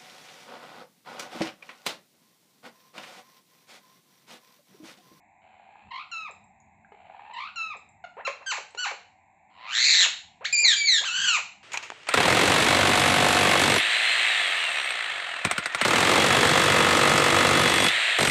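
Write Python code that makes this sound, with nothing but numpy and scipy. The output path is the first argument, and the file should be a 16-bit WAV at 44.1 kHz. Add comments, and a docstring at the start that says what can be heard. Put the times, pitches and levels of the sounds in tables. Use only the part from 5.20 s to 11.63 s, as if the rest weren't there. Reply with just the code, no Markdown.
"""Soft ticking purrs swell into mewing whistles; then come three yelps, a harsh screech and loud squawks.
Two parakeets are begging and calling at a food dish on the tiled floor of an echoing room.
Every call starts in the syrinx, a bird's voice box, as a tone with overtones, steady or chopped into
pulses, and is shaped by the throat and beak. Beaks tick now and then over a faint rush and rumble."""
import sys
import numpy as np
from scipy import signal
from scipy.fft import rfft, irfft, next_fast_len
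from scipy.io import wavfile
from scipy.ndimage import uniform_filter1d, map_coordinates

SR = 44100
rng = np.random.default_rng(int(sys.argv[2]) if len(sys.argv) > 2 else 0)


def dump_mix(stems):
    """Bounce the given channels to the path in sys.argv[1] as a 16-bit WAV at rate SR."""
    frames = np.atleast_2d(stems).T  # one column per channel
    limited = np.clip(frames, -1, 1)  # hard clip at full scale
    pcm = np.round(limited * 32767).astype(np.int16)
    wavfile.write(sys.argv[1], SR, pcm)


N = 283563

# how throat and beak boost or weaken each frequency: f/Hz, gain/dB
THROAT_GAIN = [(200, -21), (550, -0.5), (900, 0.5), (1450, 0), (1900, 3.5), (2650, 9), (3450, 0),
               (4150, 9.5), (4700, 0), (5200, -1.5), (6100, 2), (7350, 4.5), (7900, -10.5), (8600, -34)]
# soft clucks that stand out of the purring: t/s, level/dB
CLUCK_EVENTS = [(.396, -47.5), (.489, -50), (.555, -45), (1.852, -48), (1.898, -41), (1.946, -40.5),
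                (1.994, -39.5), (2.051, -42), (2.099, -39)]
TOP_HZ = 8750  # upper limit of the sound
SETTLE_S, CLOSE_S, SLACK_HZ = 0.015, 0.024, 390  # a note settles on its pitch, then drops as it closes


def amp(db):
    """Turn decibels into a gain."""
    return 10 ** (np.asarray(db) / 20)


def unit(x):
    """Scale to an average strength (rms) of 1."""
    return x / np.sqrt(np.mean(x ** 2) + 1e-20)


def along(points, hz):
    """Read between (frequency, value) points on a log frequency axis."""
    f, v = np.transpose(points)
    return np.interp(np.log(hz + 1), np.log(f + 1), v)


def clock(s, length):
    """The start sample of a call and the seconds since its start."""
    return round(s * SR), np.arange(round(length * SR)) / SR


def curves(rows):
    """Join timed rows with lines: start sample, scene time and a curve for each further column."""
    s, *columns = np.transpose(rows)
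    start = round(s[0] * SR)
    t = np.arange(start, round(s[-1] * SR)) / SR
    return start, t, [np.interp(t, s, column) for column in columns]


def blend(first, last, share):
    """Go from first to last as share goes from 0 to 1."""
    return first + (last - first) * share


def bump(t, centre, width):
    """A rounded rise to 1 and back."""
    return np.exp(-((t - centre) / width) ** 2)


def wobble(rate, n):
    """A smooth curve of n samples through `rate` random points a second."""
    return map_coordinates(rng.standard_normal(4096), [np.arange(n) * rate / SR], mode="wrap")


def filtered(x, response):
    """Scale each frequency in x by response(hz)."""
    size = next_fast_len(N + SR // 2)
    return irfft(rfft(x, size) * response(np.fft.rfftfreq(size, 1 / SR)), size)[:N]


def noise(spectrum):
    """Noise of strength 1, coloured by (frequency, level) points."""
    return unit(filtered(rng.standard_normal(N), lambda hz: amp(along(spectrum, hz))))


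def place(start, sound):
    """A silent track with one sound beginning at sample `start`."""
    track = np.zeros(N)
    track[start:start + len(sound)] = sound[:N - start]
    return track


def syrinx(pitch, bright_db, lift_db, rolloff_db, rasp):
    """The voice box sounds harmonics, whole multiples of its pitch; rasp smears them into noise."""
    n = len(pitch)
    harmonic = np.arange(1, 15)[:, None]
    hz = harmonic * pitch
    # bright_db tilts the treble, rolloff_db is lost per octave, lift_db goes to the second harmonic
    db = bright_db * (hz / 4000) ** 2 - rolloff_db * np.log2(harmonic) + lift_db * (harmonic == 2)
    gains = amp(np.where(hz < TOP_HZ, db, -np.inf))
    after_throat = gains * amp(along(THROAT_GAIN, hz))
    gains /= np.sqrt(np.sum(after_throat ** 2, axis=0) / 2)  # equally strong at any pitch
    gains *= np.clip((TOP_HZ - hz) / 600, 0, 1)  # harmonics fade as they glide out of range
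    phase = 2 * np.pi * np.cumsum(hz, axis=1) / SR
    grit = np.array([wobble(1100, n) for _ in harmonic]) * rasp * np.sqrt(harmonic)
    edge_s = np.minimum(np.arange(n), np.arange(n)[::-1]) / SR
    return np.sum(gains * np.sin(phase + grit), axis=0) * np.minimum(edge_s / 0.0025, 1)


def closing(pitch, close_s):
    """The syrinx goes slack as a note ends: the dropping pitch, and the slackness from 0 to 1."""
    left_s = np.arange(len(pitch))[::-1] / SR
    slack = np.exp(-(left_s / close_s) ** 1.5)
    return blend(pitch, SLACK_HZ, slack), slack


def beak(tone, db, edge_hz=4920, shut_db=-40, open_db=-27.5):
    """The beak opens with effort; nearly shut on soft calls, it holds back the treble."""
    dull = signal.sosfiltfilt(signal.butter(5, edge_hz, fs=SR, output="sos"), tone)
    opening = np.clip((db - shut_db) / (open_db - shut_db), 0.05, 1)
    return blend(dull, tone, opening)


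def pulsed_voice(pitch, db, bright_db, lift_db, pulse_hz, open_share, rasp):
    """The syrinx opens in uneven pulses, its pitch sagging within each."""
    n = len(pitch)
    cycles = np.cumsum(pulse_hz * np.exp(0.15 * wobble(90, n))) / SR
    within = np.minimum(cycles % 1 / open_share, 1)
    size, detune = rng.standard_normal((512, 2))[cycles.astype(int)].T  # one random pair per pulse
    arch = np.sin(np.pi * within)
    gate = unit(arch ** 2 * amp(1.3 * size) + 0.8 * open_share ** 4)  # wide pulses never quite close
    bend = 0.07 * np.sin(2 * np.pi * within) + 0.044 * detune * arch + 0.031 * wobble(900, n)
    tone = syrinx(pitch * np.exp(bend), bright_db, lift_db, rolloff_db=6.5, rasp=rasp)
    return amp(db) * gate * beak(tone, db)


def steady_voice(pitch, db, bright_db, lift_db, flutter):
    """An unbroken syrinx tone; flutter shakes its pitch and level and makes it rough."""
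    n = len(pitch)
    trill_hz = 44 * (1 + 0.097 * wobble(30, n))
    trill = np.sin(2 * np.pi * np.cumsum(trill_hz) / SR)
    bend = flutter * (0.039 * trill + 0.029 * wobble(600, n)) + 0.001 * wobble(120, n)
    shimmer_db = flutter * 3.5 * wobble(270, n) + 1.2 * wobble(69, n)
    rasp = np.minimum(0.03 + flutter, 0.26)
    tone = syrinx(pitch * np.exp(bend), bright_db, lift_db, rolloff_db=8, rasp=rasp)
    return amp(db + shimmer_db) * tone


def hoarseness(voice, hiss_db):
    """Swirling air hisses more as the voice grows stronger."""
    strength = np.sqrt(np.abs(uniform_filter1d(voice ** 2, size=64)))
    return amp(hiss_db) * strength * np.minimum(strength / 0.23, 1) * rng.standard_normal(N)


def background():
    """A faint steady rush and an uneven low rumble in the house."""
    # tone colours of the rush and the rumble: f/Hz, relative level/dB
    rush_colour = [(150, -46), (300, -10.5), (480, -34.5), (580, -14), (750, 3), (1000, -5.5), (1300, -34),
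                   (1700, -17.5), (2150, -8), (2600, -14), (3000, -44), (3900, -33), (5400, -63.5),
                   (7400, -22.5), (8500, -49.5), (11000, -81.5)]
    rumble_colour = [(15, -54), (25, -6.5), (43, -12.5), (87, 8), (124, -1), (214, 7), (267, -6.5),
                     (336, -32), (400, -8), (520, -50), (880, -120)]
    # swells of the rumble: t/s, half width/s, level/dB
    swells = [(.68, 0.031, -56.5), (1.45, 0.35, -69), (2.7, 0.3, -72), (5.75, 1, -70), (6.03, 0.048, -57)]
    t = np.arange(N) / SR
    swelling = sum(amp(db) * bump(t, s, width) for s, width, db in swells)
    rumble = (amp(-73.5) + swelling) * noise(rumble_colour)
    rush = amp(-61.5 + 0.25 * wobble(3.2, N)) * noise(rush_colour)
    return rumble + rush


def purrs(dip_s=0.012, fade_in_s=0.06):
    """Dull ticking that swells, brightens, slows and creeps up in pitch, dipping before each cluck."""
    # stretches of purring: t/s, length/s, first level/dB, last level/dB
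    calls = [(0.216, .488, -58.5, -57.5), (1.716, .414, -59, -48.5)]
    out = np.zeros(N)
    for s, length, first_db, last_db in calls:
        start, t = clock(s, length)
        progress = t / length
        pitch = blend(746, 894, progress ** 2)
        dips = sum(bump(s + t, cluck_s - dip_s, dip_s) for cluck_s, _ in CLUCK_EVENTS)
        level = blend(first_db, last_db, progress) - 3 * (dips + np.exp(-t / fade_in_s))
        voice = pulsed_voice(pitch, level, bright_db=blend(-14.5, -13, progress), lift_db=-6.5,
                             pulse_hz=blend(80, 63, progress), open_share=0.79, rasp=0.27)
        out += place(start, voice)
    return out


def clucks(hz=836, length_s=0.0094):
    """Single rounded puffs of falling tone from a nearly closed beak."""
    out, n = np.zeros(N), int(length_s * SR)
    for s, db in CLUCK_EVENTS:
        pitch = hz * np.exp(0.049 * rng.standard_normal() + np.linspace(0.12, -0.12, n))
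        tone = syrinx(pitch, bright_db=-28, lift_db=0.5, rolloff_db=14, rasp=0.22)
        out += place(round((s - 0.002) * SR), amp(db) * np.hanning(n) * tone)
    return out


def growls(first_hz=916, crest=0.47):
    """A pulsing note swells and fades while its pitch climbs and its pulses quicken."""
    # growls that the purrs break into: t/s, length/s, last pitch/Hz, level at the crest/dB
    calls = [(0.705, .127, 1383, -38), (2.13, .164, 1437, -37)]
    out = np.zeros(N)
    for s, length, last_hz, db in calls:
        start, t = clock(s, length)
        progress = t / length
        pitch = blend(first_hz, last_hz, progress ** 1.7)
        level = db - 9.5 * ((progress - crest) / (1 - crest)) ** 2
        voice = pulsed_voice(pitch, level, bright_db=-3.5, lift_db=-1.5,
                             pulse_hz=blend(33, 72, progress), open_share=0.946, rasp=0.043)
        out += place(start, voice)
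    return out


def mews(sag_hz_per_s=520, fade_db_per_s=89.5):
    """Clean whistles scoop down onto their pitch, fade and dull as they sink, and get a last push."""
    # whistles: t/s, length/s, first pitch/Hz, settled pitch before sagging/Hz, base level/dB
    calls = [(.914, .196, 1445, 1338, -31), (2.358, .208, 1443, 1344, -28.5)]
    out = np.zeros(N)
    for s, length, first_hz, hz, db in calls:
        start, t = clock(s, length)
        onset = np.exp(-t / SETTLE_S)
        pitch, slack = closing(blend(hz, first_hz, onset) - sag_hz_per_s * t, CLOSE_S)
        push_db = 6.5 * bump(t, length - 0.047, 0.015)
        level = db - 11.5 * onset - fade_db_per_s * t + push_db - 4 * slack
        bright_db = -0.5 + 44 * np.log2(pitch / hz)
        out += place(start, steady_voice(pitch, level, bright_db, lift_db=2.5, flutter=0.04))
    return out


def beak_clicks(ring_s=0.025):
    """Tiny dry ticks of beaks on each other and on seed."""
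    # beak taps: t/s, level/dB, f/Hz
    taps = [(1.111, -44.5, 7370), (1.241, -54, 7500), (1.402, -53.5, 6850), (1.647, -45, 1600),
            (2.137, -50, 7540), (2.569, -47.5, 7380), (2.69, -51, 7380), (2.843, -56.5, 6680),
            (3.508, -53.5, 7940), (3.551, -48, 6930)]
    out, t = np.zeros(N), np.arange(SR // 20) / SR
    attack = 1 - np.exp(-(t / 0.0004) ** 2)
    for s, db, hz in taps:
        ring = np.sin(2 * np.pi * hz * t + 0.29 * wobble(850, len(t)))
        out += place(round(s * SR), amp(db - 60 * t / ring_s) * ring * attack)
    return out


def slides():
    """Quick glides around the calls gather speed as the syrinx tightens or lets go."""
    # glides: t/s, length/s, first pitch/Hz, last pitch/Hz, first level/dB, last level/dB, brightness/dB
    calls = [(1.719, 0.011, 438, 410, -44.5, -50, -15), (2.839, .016, 750, 660, -37, -41, -7),
             (2.967, 0.048, 404, 1052, -42.5, -39.5, -19.5), (3.076, 0.039, 523, 635, -27, -62, 0.5),
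             (3.209, .026, 470, 1285, -48.5, -46.5, -28), (3.547, 0.0088, 404, 530, -34, -52.5, 2),
             (5.208, .034, 422, 980, -46.5, -47.5, -13.5), (5.242, 0.017, 1050, 2210, -42.5, -21, 1.5),
             (5.259, .013, 2066, 2590, -18.5, -39.5, 1.5), (5.423, .048, 410, 1286, -49, -45, -30),
             (5.802, .047, 390, 1450, -50, -31, -2)]
    out = np.zeros(N)
    for s, length, first_hz, last_hz, first_db, last_db, bright_db in calls:
        start, t = clock(s, length)
        pitch = first_hz * (last_hz / first_hz) ** ((t / length) ** 1.2)
        level = np.linspace(first_db, last_db, len(t))
        out += place(start, steady_voice(pitch, level, bright_db, lift_db=5.5, flutter=0.049))
    return out


def yelps(sag_hz_per_s=1500, break_s=0.017):
    """A held note breaks, turning rough and weak; in the longer ones the pitch dips and rebounds."""
    # yelps: t/s, length/s, loud part/s, closing time/s, first pitch/Hz, settled pitch before sagging/Hz,
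    # level/dB, brightness/dB, lift of the second harmonic/dB, depth of the pitch dip/share
    calls = [(3.049, .034, .028, 0.0079, 1362, 1430, -25.5, 1, 3, 0.22),
             (3.261, 0.13, 0.064, 0.021, 1594, 1599, -30, 3.5, -0.5, .46),
             (3.573, .152, .097, .022, 1333, 1567, -31, 2, 0.5, .45)]
    out = np.zeros(N)
    for s, length, loud_s, close_s, first_hz, hz, db, bright_db, lift_db, depth in calls:
        start, t = clock(s, length)
        onset = np.exp(-t / SETTLE_S)
        held_hz = blend(hz, first_hz, onset) - sag_hz_per_s * t
        dip = depth * bump(t, length - 0.057, 0.017)
        pitch, _ = closing(held_hz * (1 - dip), close_s)
        broken = np.clip((t - loud_s) / break_s + 1, 0, 1)
        weakened = np.clip((t - loud_s) / break_s, 0, 1)
        level = db - 8 * onset - 6.5 * weakened
        voice = steady_voice(pitch, level, bright_db, lift_db + 6 * broken, flutter=0.092 + 0.2 * broken)
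        out += place(start, voice)
    return out


def screech(leap_at_s=4.535, leap_s=0.029, sag_at_s=4.68, sag_hz_per_s=1700):
    """A rattle leaps high, sags and closes; its pulses quicken and merge, and louder means brighter."""
    # loudness outline of the screech: t/s, relative level/dB
    outline = [(4.3, -60.5), (4.532, -26.5), (4.566, -22.5), (4.65, -18.5), (4.798, -18), (4.856, -17),
               (4.875, -23)]
    start, t, (db,) = curves(outline)
    high = 1 / (1 + np.exp((leap_at_s - t) / leap_s))
    sag_hz = sag_hz_per_s * np.maximum(t - sag_at_s, 0)
    pitch, slack = closing(blend(983, 2170, high) - sag_hz, CLOSE_S)
    level = db - 2.5 - 16 * slack
    effort_db = db - db.max()
    voice = pulsed_voice(pitch, level, bright_db=4.5 + 0.25 * effort_db, lift_db=9.5 + 0.43 * effort_db,
                         pulse_hz=blend(100, 210, np.linspace(0, 1, len(t)) ** 2),
                         open_share=blend(0.74, 1, amp(effort_db)), rasp=blend(0.55, 0.48, high))
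    return place(start, voice)


def squeals(waver_hz=11.5, surge_s=0.015, fade_db_per_s=106):
    """A high held note surges as it breaks, then falls, roughens and fades."""
    # squeals: t/s, hold/s, fall/s, pitch/Hz, sag/(Hz per s), drop at the break/Hz,
    # added fall/(Hz per s), waver/share, held level/dB, level at the break/dB
    calls = [(5.326, .113, 0.11, 2391, 6, 189.6, 6065, .014, -22, -15),
             (5.563, .105, 0.13, 2355, 943, 49.3, 3716, 0.0018, -26.5, -15.5)]
    out = np.zeros(N)
    for s, hold_s, fall_s, hz, sag_rate, drop_hz, fall_rate, depth, held_db, break_db in calls:
        start, t = clock(s, hold_s + fall_s)
        since_break = np.maximum(t - hold_s, 0)
        surge = np.minimum(since_break / surge_s, 1)
        waver = depth * (1 - surge) * np.cos(2 * np.pi * waver_hz * t)
        pitch = hz * (1 + waver) - sag_rate * t - drop_hz * surge - fall_rate * since_break
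        level = blend(held_db, break_db, surge) - fade_db_per_s * np.maximum(since_break - surge_s, 0)
        voice = steady_voice(pitch, level, bright_db=4.5, lift_db=blend(6.5, 11, surge),
                             flutter=blend(0.097, 0.18, surge))
        out += place(start, voice)
    return out


def squawk(trill_hz=44.04, trill_at_s=6.01, trill_width_s=0.077):
    """One long arched call that trills in its middle."""
    # outline of the last squawk: t/s, pitch/Hz, relative level/dB
    outline = [(5.85, 1457, -27.5), (5.864, 1615, -33.5), (5.892, 1288, -25), (5.906, 1422, -33),
               (5.952, 1494, -27), (6.04, 1571, -27), (6.09, 1456, -20), (6.18, 1132, -24),
               (6.2, 1070, -25)]
    start, t, (hz, db) = curves(outline)
    trilling = bump(t, trill_at_s, trill_width_s)
    trill = 0.05 * trilling * np.sin(2 * np.pi * trill_hz * t)
    pitch, slack = closing(hz * (1 + trill), close_s=0.02)
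    level = db - 1.5 - 24 * slack
    voice = steady_voice(pitch, level, bright_db=4, lift_db=5.5, flutter=0.12 + 0.3 * trilling)
    return place(start, voice)


def room(x, early_db, tail_db):
    """Hard floor and walls add a few quick echoes, then a smooth fading tail."""
    # how long the room rings: f/Hz, time to fade by 60 dB/s
    ring_times = [(200, 0.35), (1000, 0.32), (2500, 0.41), (4000, 0.4), (8000, 0.38)]
    hz, t, bands = signal.stft(rng.standard_normal(SR), SR, nperseg=256)
    fade = amp(-60 * t / along(ring_times, hz)[:, None])
    _, tail = signal.istft(bands * fade, SR, nperseg=256)
    tail *= 1 - np.exp(-np.arange(len(tail)) / SR / 0.0067)  # the tail takes a moment to build
    early = np.zeros(len(tail))
    early[(rng.uniform(0.003, 0.028, size=8) * SR).astype(int)] = rng.choice([-1, 1], size=8)
    echoes = amp(tail_db) * tail / np.linalg.norm(tail) + amp(early_db) * early / np.linalg.norm(early)
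    return x + signal.fftconvolve(x, echoes)[:N]


def scene():
    """The calls pass through the throat and ring in the room with the beak ticks, over the background."""
    tones = mews() + yelps() + slides() + squeals() + squawk()
    pulses = purrs() + growls() + screech()
    breath = hoarseness(tones, hiss_db=-22.5) + hoarseness(pulses, hiss_db=-5.5)
    voices = filtered(tones + pulses + breath + clucks(), lambda hz: amp(along(THROAT_GAIN, hz)))
    birds = voices + beak_clicks()
    return (room(birds, early_db=-6.5, tail_db=-4) + background())[None]


def record(dry):
    """Cut away all treble above TOP_HZ."""
    return filtered(dry[0], lambda hz: hz < TOP_HZ)[None]


dry = scene()
out = record(dry)
dump_mix(out)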